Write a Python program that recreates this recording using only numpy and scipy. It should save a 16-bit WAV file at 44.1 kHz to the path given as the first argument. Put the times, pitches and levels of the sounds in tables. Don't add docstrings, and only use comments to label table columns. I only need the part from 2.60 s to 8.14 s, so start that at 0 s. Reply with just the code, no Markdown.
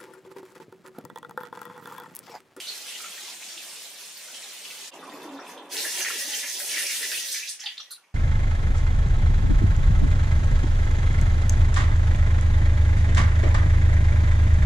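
import sys
import numpy as np
from scipy import signal
from scipy.fft import rfft, irfft, next_fast_len
from scipy.io import wavfile
from scipy.ndimage import uniform_filter1d

SR = 44100
rng = np.random.default_rng(int(sys.argv[2]) if len(sys.argv) > 2 else 0)


def to_wav(s):
    ch = np.atleast_2d(s).T
    pcm = np.round(np.clip(ch, -1, 1) * 32767)
    wavfile.write(sys.argv[1], SR, pcm.astype(np.int16))


N = 244314


def from_db(db):
    return np.exp(np.asarray(db) * np.log(10) / 20)


def unit_rms(x):
    return x / np.sqrt(np.mean(x ** 2) + 1e-20)


def eased(gain):
    return uniform_filter1d(gain, size=350, mode="nearest")


def layer_gains(curve, layers=((0, 1),)):
    time_s, level_db = np.transpose(curve)
    t = np.arange(N) / SR
    median_db = np.median(level_db)
    swing_db = np.interp(t, time_s, level_db) - median_db
    running = (t >= time_s[0]) & (t <= time_s[-1])
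    return [eased(running * from_db(median_db + db + share * swing_db)) for db, share in layers]


def drift(rate_hz):
    r = np.exp(-80 * np.pi * rate_hz / SR)
    slow = signal.lfilter([1], [1, -2 * r, r * r], rng.standard_normal(N // 40 + 2002))[2000:]
    return np.interp(np.arange(N) / 40, np.arange(len(slow)), unit_rms(slow))


def resonance(x, hz, width_hz):
    r = np.exp(-np.pi * width_hz / SR)
    poles = [1, -2 * r * np.cos(2 * np.pi * hz / SR), r * r]
    return signal.lfilter([(1 - r * r) / 2, 0, (r * r - 1) / 2], poles, x)


def ringing(x, modes):
    return unit_rms(x + sum(from_db(db) * resonance(x, hz, width_hz) for hz, width_hz, db in modes))


def water(colour, low_hz, high_hz, drops_per_s, spread_db, hiss, patchy_db):
    edges = np.geomspace(low_hz, high_hz, round(3 * np.log2(high_hz / low_hz)) + 1)
    hz, density_db = np.transpose(colour)
    shared_drift = drift(33.0)
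    hisses = rng.standard_normal((2, N))
    out = 0
    for k, (low, high) in enumerate(zip(edges, np.minimum(edges[1:], .45 * SR))):
        fine = hisses[k % 2]
        gap, size = rng.exponential(1, (2, 20000))
        at = (np.cumsum(gap) * SR / drops_per_s).astype(int)
        size, at = size[at < N], at[at < N]
        drops = np.zeros(N)
        drops[at] = np.sign(fine[at]) * from_db(spread_db * np.minimum(size, 5))
        bandpass = signal.butter(2, [low, high], "band", fs=SR, output="sos")
        band = signal.sosfilt(bandpass, unit_rms(drops) + hiss * fine)
        band_db = np.interp(np.log(low * high) / 2, np.log(hz), density_db)
        wander_db = patchy_db * (0.5 * shared_drift + drift(10.7))
        out = out + from_db(band_db + wander_db) * np.sqrt(high - low) * unit_rms(band)
    return unit_rms(out)


# frequency_hz, density_db
HUSH_COLOUR = [(30, -40), (80, -35), (130, -4), (300, -4), (1000, 3.5), (2300, -5.5), (8000, -36),
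               (15900, -36)]


def room_hush(level_db=-66.5):
    return from_db(level_db) * water(HUSH_COLOUR, 30, 16000, 3000, spread_db=0, hiss=5, patchy_db=0)


def deep_rumble(level_db=-89, swing_db=7, top_hz=45, fade_from_s=4.5, fade_db_per_s=25):
    bass = signal.sosfilt(signal.butter(2, top_hz, fs=SR, output="sos"), rng.standard_normal(N))
    fade_db = fade_db_per_s * np.maximum(np.arange(N) / SR - fade_from_s, 0)
    return from_db(level_db + swing_db * drift(5.4) - fade_db) * unit_rms(bass)


# time_s, level_db
THIN_FORCE = [(0.0, -34), (0.03, -37.5), (0.11, -40), (0.11, -34.5), (0.23, -41), (0.27, -37),
              (0.72, -38.5), (0.79, -49), (0.82, -40.5), (1.29, -44.5), (1.33, -50.5), (1.42, -43.5),
              (1.55, -53), (1.56, -47), (1.79, -44.5), (2.28, -42.5), (2.29, -45.5), (2.3, -58)]
# offset_db, swing_share
THIN_LAYERS = [(-5.5, 0.55), (-3, 0.44), (-15, 0.4)]
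# frequency_hz, density_db
THIN_COLOUR = [(35, -73), (60, -43), (91, -41), (140, -24), (184, -8.5), (255, -8), (606, -2.5), (1140, -8),
               (1340, -5), (1620, -14), (3110, -7.5), (8290, -9.5), (14200, -22), (15900, -22)]


def thin_stream():
    splash_gain, spray_gain, rumble_gain = layer_gains(THIN_FORCE, THIN_LAYERS)
    splash = water(THIN_COLOUR, 1563, 4430, 500, spread_db=1.5, hiss=0.54, patchy_db=-1.0)
    spray = water(THIN_COLOUR, 4510, 16000, 900, spread_db=9.5, hiss=3.9, patchy_db=1.5)
    rumble = water(THIN_COLOUR, 62, 1545, 200, spread_db=2.5, hiss=2.2, patchy_db=-1.7)
    return splash_gain * splash + spray_gain * spray + rumble_gain * rumble


# start_s, level_db, pitch_hz
SMACKS = [(.0027, -25, 3040), (0.3582, -29, 3010), (0.8258, -37, 2200), (.8315, -30, 2560),
          (0.974, -35, 3300), (.978, -30, 2890), (0.994, -38.5, 2700), (1.1627, -33, 4220),
          (2.428, -35, 1290), (3.1683, -17, 3670), (3.1785, -17, 5000), (3.449, -21, 2100),
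          (3.459, -20, 1890), (3.4863, -20, 2150), (4.167, -29, 1930), (4.181, -23, 1900),
          (4.5167, -22, 4050), (4.998, -31, 5900), (5.0598, -21, 3500), (5.065, -32, 3500),
          (5.068, -29, 3200), (5.0711, -22, 3050), (5.076, -22, 3000), (5.091, -26, 3100),
          (5.172, -33, 3500), (5.1818, -21.5, 3790), (5.219, -36, 3500), (5.3015, -42, 4000)]


def smacks(ring_cycles=3.8):
    out, t = np.zeros(N + 400), np.arange(400) / SR
    for (start_s, db, hz), phase in zip(SMACKS, rng.random(len(SMACKS))):
        swell = 4 * t * hz / ring_cycles
        envelope = from_db(db) * (swell * np.exp(1 - swell)) ** 2
        at = round(start_s * SR)
        out[at:at + 400] += envelope * np.sin(2 * np.pi * (hz * t + phase))
    return out[:N]


def plops(rows, width_share, rise_share, spread_db=1.5):
    out, t = np.zeros(N + 8000), np.arange(8000) / SR
    sizes = from_db(spread_db * np.minimum(rng.exponential(1, (len(rows), 8000)), 5))
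    flurries = sizes * rng.standard_normal(sizes.shape)
    for (start_s, db, hz, t60_s), flurry in zip(rows, flurries):
        width_hz = width_share * hz
        ring = unit_rms(resonance(resonance(flurry, hz, width_hz), hz, 2 * width_hz))
        attack = np.minimum(t / (rise_share * t60_s), 1)
        envelope = attack * from_db(db - 4.5 - 60 * (t / t60_s) ** 1.213)
        at = round(start_s * SR)
        out[at:at + 8000] += unit_rms(envelope * ring) * np.sqrt(np.mean(envelope ** 2))
    return out[:N]


# start_s, level_db, pitch_hz, t60_s
BUBBLES_AND_SPATTERS = [(0.003, -33, 3040, 0.12), (0.085, -26, 4260, 0.078), (0.103, -30, 4120, 0.078),
                        (0.348, -28.5, 3000, 0.052), (0.397, -39, 1360, 0.082), (0.434, -32.5, 1345, 0.078),
                        (0.354, -35, 1930, 0.06), (0.68, -37.5, 960, 0.039), (1.677, -41.5, 1420, 0.06),
                        (2.325, -59, 9000, .12), (2.33, -52, 7200, .12), (2.428, -58, 7300, .2), (2.5, -50, 7050, .2),
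                        (2.53, -48, 11700, .08), (2.62, -64, 9200, 0.09), (2.715, -56, 8300, 0.11),
                        (2.72, -54, 6900, .1), (2.87, -47, 5200, 0.079), (2.9, -46, 6360, .14), (2.97, -57, 8800, 0.1),
                        (2.51, -42, 1016, 0.19), (2.522, -31.5, 293, 0.053), (2.642, -30, 288, 0.11),
                        (2.685, -32, 280, 0.2), (2.74, -46, 282, 0.28), (2.96, -41, 970, 0.14),
                        (2.796, -40, 5500, 0.051), (3.68, -38.5, 825, 0.21), (5.059, -26.5, 4620, 0.073),
                        (5.065, -48, 1990, 0.25), (5.2, -33, 5800, 0.063), (5.375, -49, 1400, 0.061),
                        (5.48, -59, 1010, 0.068)]


def bubbles_and_spatters():
    return plops(BUBBLES_AND_SPATTERS, width_share=0.061, rise_share=0.086)


# start_s, level_db, centre_hz, t60_s
SPLATS = [(0.045, -37.5, 3130, .1), (0.065, -28, 4100, 0.16), (0.27, -35.5, 2820, 0.19),
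          (0.52, -33, 3030, .05), (0.435, -35, 2350, 0.098), (0.575, -37, 1850, 0.081),
          (0.8, -41, 2080, 0.092), (0.822, -35, 2480, 0.026), (0.972, -37, 3300, 0.082),
          (1.0, -40.5, 2680, 0.067), (1.17, -41, 3840, 0.069), (1.57, -40, 14000, 0.073),
          (1.734, -36, 3000, 0.12), (1.83, -36, 3730, 0.095), (1.9, -48, 5400, 0.039),
          (1.93, -42, 14500, 0.063), (2.05, -29, 2820, 0.024), (2.1, -36, 2460, 0.072),
          (2.31, -38, 2960, 0.12), (2.35, -50, 2500, 0.087), (2.427, -34.5, 1100, 0.095),
          (2.47, -34.5, 1040, 0.061), (2.55, -35, 1050, 0.066), (2.5, -49, 3500, .08),
          (2.62, -53, 3400, 0.074), (2.77, -45, 3580, 0.11), (2.84, -46, 3550, 0.07),
          (2.64, -49, 5200, .08), (2.786, -32.5, 1465, 0.09), (2.971, -38.5, 3270, 0.1),
          (3.168, -26, 3900, 0.22), (3.24, -25, 1810, 0.14), (3.4, -27, 1700, 0.13),
          (3.41, -27, 5800, 0.085), (3.448, -20, 2130, 0.022), (3.458, -24, 1880, 0.11),
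          (3.48, -37, 2300, 0.062), (3.5, -24.5, 1350, 0.043), (3.6, -33, 6740, 0.055),
          (3.73, -24, 3080, 0.038), (3.745, -22, 6360, 0.065), (3.826, -28.5, 1990, 0.21),
          (3.95, -27, 3270, 0.047), (4.0, -25, 1670, 0.023), (4.09, -29, 3030, 0.14),
          (4.135, -25, 2280, 0.1), (4.162, -22, 1960, 0.092), (4.18, -30, 1740, 0.11),
          (4.265, -17, 5700, .024), (4.205, -35, 2450, 0.083), (4.25, -28, 2280, 0.09),
          (4.29, -25.5, 2150, 0.13), (4.36, -23, 3400, .05), (4.42, -27, 4000, 0.036),
          (4.424, -25, 1860, 0.076), (4.448, -26, 2400, .05), (4.515, -25, 1770, 0.083),
          (4.51, -27, 2850, 0.15), (4.54, -27, 2370, 0.064), (4.57, -25.5, 2900, 0.088),
          (4.714, -23.5, 8650, 0.13), (4.74, -28, 2200, 0.1), (4.74, -38, 5900, 0.082),
          (4.82, -28.5, 2580, 0.15), (4.885, -26, 8900, 0.17), (4.997, -28.5, 5800, 0.084),
          (5.008, -35, 3000, 0.1), (5.01, -39, 1980, 0.49), (5.035, -30, 4600, 0.066),
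          (5.059, -21, 3380, 0.047), (5.065, -21, 3200, 0.044), (5.085, -28, 3150, 0.082),
          (5.112, -32, 3240, 0.06), (5.171, -35, 3500, 0.035), (5.178, -23.5, 3700, 0.026),
          (5.195, -29, 3500, 0.084), (5.307, -37, 6500, 0.049), (5.306, -34, 12400, 0.039),
          (5.312, -28.5, 9650, 0.073), (5.435, -52, 2170, 0.085)]


def splats():
    return plops(SPLATS, width_share=0.21, rise_share=0.076)


# time_s, gain_db
OVERALL_LEVEL = [(0, 1), (2.285, 2.5), (2.303, -1), (2.312, -9.5), (2.34, 0.5), (5.54, -1.5)]


def level_dip():
    return layer_gains(OVERALL_LEVEL)[0]


# time_s, level_db
GURGLE = [(2.31, -50), (2.335, -48), (2.562, -43), (2.588, -45.5), (2.704, -42.5), (2.716, -44),
          (3.12, -47)]
# frequency_hz, density_db
GURGLE_COLOUR = [(35, -81), (60, -56), (130, -20), (189, 4.5), (231, -18), (282, 1), (429, 4), (532, 0.5),
                 (687, 0.5), (924, 0.5), (1500, -10.5), (1950, -44), (3300, -120)]
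# pitch_hz, width_hz, gain_db
CUP_AIR_MODES = [(280, 55, 0), (560, 89, -0.5), (970, 200, -3)]
# time_s, level_db
RIM_SPIT = [(2.304, -66), (2.36, -60), (2.42, -64), (2.44, -58.5), (2.6, -58.5), (2.64, -52.5),
            (2.68, -64.5), (2.73, -60.5), (2.78, -69), (2.86, -61.5), (2.89, -46.5), (2.94, -59),
            (2.99, -73), (3.09, -70)]
# offset_db, swing_share
RIM_LAYERS = [(8.5, 0.31), (3.5, 0.75)]
# frequency_hz, density_db
RIM_COLOUR = [(710, -29), (1200, 0.5), (2200, -7.5), (2620, -14), (3010, -15), (3280, -13), (3990, -21.5),
              (5460, -26), (7890, -31), (11900, -31), (15900, -49)]
# pitch_hz, width_hz, gain_db
CUP_WALL_MODES = [(2670, 240, 5), (3100, 150, 3), (3550, 180, 13)]
# pitch_hz, width_hz, gain_db
CUP_HIGH_MODES = [(5960, 500, -12), (7200, 500, -7), (8850, 600, -5), (11800, 700, -14)]


def cup():
    gurgle_gain = layer_gains(GURGLE)[0]
    splash_gain, spray_gain = layer_gains(RIM_SPIT, RIM_LAYERS)
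    gurgle = water(GURGLE_COLOUR, 59.7, 1347, 250, spread_db=0.5, hiss=0.87, patchy_db=0.2)
    splash = water(RIM_COLOUR, 1370, 4230, 550, spread_db=9.5, hiss=1.24, patchy_db=0.1)
    spray = water(RIM_COLOUR, 4100, 16600, 400, spread_db=3.0, hiss=0.8, patchy_db=2.4)
    return (gurgle_gain * ringing(gurgle, CUP_AIR_MODES)
            + splash_gain * ringing(splash, CUP_WALL_MODES)
            + spray_gain * ringing(spray, CUP_HIGH_MODES))


# time_s, level_db
FULL_SLAP = [(3.09, -69), (3.1, -51), (3.12, -43.5), (3.184, -35.5), (3.236, -42), (3.252, -40.5),
             (3.326, -41.5), (3.41, -34), (3.432, -46), (3.452, -34.5), (3.648, -42.5), (3.736, -37.5),
             (3.816, -43.5), (3.848, -39), (3.926, -47), (4.01, -42.5), (4.048, -44), (4.158, -34.5),
             (4.42, -39), (4.426, -37), (4.506, -41.5), (4.52, -40.5), (4.706, -43.5), (4.768, -39),
             (4.8, -43), (4.836, -47), (4.964, -53.5), (4.98, -63)]
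# time_s, level_db
FULL_SPLASH = [(3.09, -63), (3.12, -35), (3.158, -39), (3.178, -33.5), (3.32, -36.5), (3.426, -32),
               (3.452, -36), (3.616, -35), (3.642, -37), (3.762, -33), (3.774, -40), (3.794, -33),
               (3.848, -39.5), (3.89, -34), (4.032, -36.5), (4.2, -31.5), (4.252, -38), (4.268, -35),
               (4.284, -34), (4.316, -31), (4.416, -37.5), (4.426, -31), (4.458, -36.5), (4.558, -33.5),
               (4.678, -35), (4.764, -31.5), (4.8, -38), (4.864, -40.5), (4.884, -32), (4.98, -53.5)]
# time_s, level_db
FULL_SPRAY = [(3.09, -62), (3.126, -37.5), (3.258, -35), (3.29, -39), (3.4, -33), (3.452, -41),
              (3.484, -35), (3.578, -39.5), (3.61, -31.5), (3.648, -40.5), (3.768, -35), (3.842, -40.5),
              (3.906, -36), (3.974, -39.5), (4.0, -30), (4.016, -35), (4.162, -36), (4.2, -31.5),
              (4.268, -35.5), (4.368, -33), (4.49, -36.5), (4.568, -33), (4.636, -42.5), (4.658, -36),
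              (4.748, -36.5), (4.836, -46), (4.874, -46), (4.89, -45), (4.936, -54), (4.98, -66)]
# time_s, level_db
FULL_RUMBLE = [(3.1, -61), (3.13, -44.5), (3.356, -49), (3.408, -42.5), (3.424, -49.5), (3.648, -49.5),
               (3.686, -48), (3.936, -56), (3.968, -51), (4.246, -48.5), (4.272, -55.5), (4.528, -49.5),
               (4.822, -65), (4.98, -74)]
# frequency_hz, density_db
FULL_COLOUR = [(650, -46), (1100, -42), (1330, -35), (1450, -16), (1570, -19.5), (1700, -8), (4260, -9),
               (5960, -5), (7450, 0), (9320, 2.5), (12500, -4.5), (14900, -8), (15900, -21)]
# frequency_hz, density_db
RUMBLE_COLOUR = [(35, -70), (60, -42), (113, -21), (189, -5), (266, -1.5), (375, -0.5), (488, 2),
                 (564, 3.5), (1100, -7.5), (1400, -29), (1820, -35), (3080, -120)]
# pitch_hz, width_hz, gain_db
TUB_MODES = [(1470, 22, -4), (1735, 30, -3), (1920, 26, 3), (2170, 34, -22), (2220, 15, -4),
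             (2540, 47, -14), (2770, 73, 0)]
# pitch_hz, width_hz, gain_db
TUB_FLOOR_MODES = [(360, 95, 1.5), (580, 21, 2), (977, 200, 3.5)]


def full_stream():
    flow = [layer_gains(curve)[0] for curve in (FULL_SLAP, FULL_SPLASH, FULL_SPRAY, FULL_RUMBLE)]
    slap_gain, splash_gain, spray_gain, rumble_gain = np.add(flow, dribble())
    slap = water(FULL_COLOUR, 1310, 3490, 350, spread_db=1.0, hiss=0.69, patchy_db=-1.0)
    splash = water(FULL_COLOUR, 3320, 6720, 700, spread_db=2.5, hiss=0.95, patchy_db=0.6)
    spray = water(FULL_COLOUR, 7100, 16000, 820, spread_db=5.0, hiss=2.24, patchy_db=0.9)
    rumble = water(RUMBLE_COLOUR, 63.3, 1324, 300, spread_db=3.5, hiss=1.24, patchy_db=2.0)
    return (slap_gain * ringing(slap, TUB_MODES)
            + splash_gain * splash
            + spray_gain * spray
            + rumble_gain * ringing(rumble, TUB_FLOOR_MODES))


# level_db, fade_db_per_s
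DRIBBLE = [(-48, 47.5), (-48, 52), (-54, 47), (-70.5, 29)]


def dribble(start_s=4.99):
    since_s = np.arange(N) / SR - start_s
    return [eased((since_s > 0) * from_db(db - fade * np.abs(since_s))) for db, fade in DRIBBLE]


# start_s, length_s, level_db, pitch_hz, width_hz
GULPS = [(5.036, 0.044, -49.5, 820, 40), (5.194, 0.013, -48, 1280, 94), (5.303, 0.036, -43.5, 4120, 500),
         (5.33, .036, -49.5, 4060, 500), (5.306, 0.025, -53, 1390, 150)]


def gulps(edge_s=0.005, steadiness=0.7):
    out, t = np.zeros(N + 6000), np.arange(6000) / SR
    for start_s, length_s, db, hz, width_hz in GULPS:
        noise = rng.standard_normal(12000)
        tone = resonance(resonance(noise, hz, width_hz), hz, 2 * width_hz)[6000:]
        tone /= (np.abs(signal.hilbert(tone)) + 1e-9) ** steadiness
        gate = np.clip(np.minimum(t, length_s + edge_s - t) / edge_s, 0, 1)
        at = round(start_s * SR)
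        out[at:at + 6000] += from_db(db) * gate * tone / np.sqrt(np.mean(tone[gate > 0] ** 2))
    return out[:N]


def tile_echoes(bass_t60_s=0.14, middle_t60_s=0.21, treble_t60_s=0.16):
    t = np.arange(SR // 2) / SR
    noise = rng.standard_normal((2, len(t)))
    dull = signal.lfilter(*signal.butter(1, 6000, fs=SR), noise)
    bass = signal.lfilter(*signal.butter(2, 1500, fs=SR), dull)
    tail = (bass * from_db(-60 * t / bass_t60_s)
            + (dull - bass) * from_db(-60 * t / middle_t60_s)
            + (noise - dull) * from_db(-60 * t / treble_t60_s))
    return tail / np.sqrt(np.sum(tail ** 2, axis=1, keepdims=True))


# frequency_hz, side_gain_db
STEREO_WIDTH = [(60, -12), (90, -28), (130, -42), (200, -61), (330, -22), (500, -17), (900, -14.5),
                (1400, -13), (1900, -17), (2300, -5.5), (4200, -4.5), (9800, -2), (15000, -2)]


def bathroom(far, near, spots=7, room_db=-3, near_send_db=-7, balance_db=-1, lean_from_hz=480):
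    size = next_fast_len(N + SR // 2)
    shares = np.array([drift(11.6) for _ in range(spots)])
    shares /= np.sqrt(np.sum(shares ** 2, axis=0))
    into_room = far + from_db(near_send_db) * near
    spectra = sum(rfft(into_room * share, size) * rfft(tile_echoes(), size) for share in shares)
    hz, side_db = np.transpose(STEREO_WIDTH)
    bin_hz = np.arange(size // 2 + 1) * SR / size
    spectra[1] *= from_db(np.interp(np.log(1 + bin_hz), np.log(hz), side_db))
    echoes, side = irfft(spectra, size)[:, :N]
    mid = (far + from_db(room_db) * echoes) / np.sqrt(1 + from_db(2 * room_db)) + near
    highs = signal.lfilter(*signal.butter(1, lean_from_hz, "high", fs=SR), mid)
    side += (from_db(balance_db / 2) - 1) * highs
    return np.array([mid + side, mid - side])


def scene(cup_from_s=2.306):
    hush = room_hush() + deep_rumble()
    drops = bubbles_and_spatters() + splats()
    near = smacks() + gulps()
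    later = np.arange(N) > cup_from_s * SR
    opening = bathroom(thin_stream() + hush + drops * ~later, near * ~later)
    ending = bathroom(cup() + full_stream() + hush + drops * later, near * later)
    return level_dip() * np.where(later, ending, opening)


def record(dry, low_cut_hz=127, stopband_hz=16250):
    thinned = signal.sosfilt(signal.butter(2, low_cut_hz, "high", fs=SR, output="sos"), dry)
    return signal.sosfilt(signal.cheby2(16, 70, stopband_hz, fs=SR, output="sos"), thinned)


dry = scene()
out = record(dry)
to_wav(out)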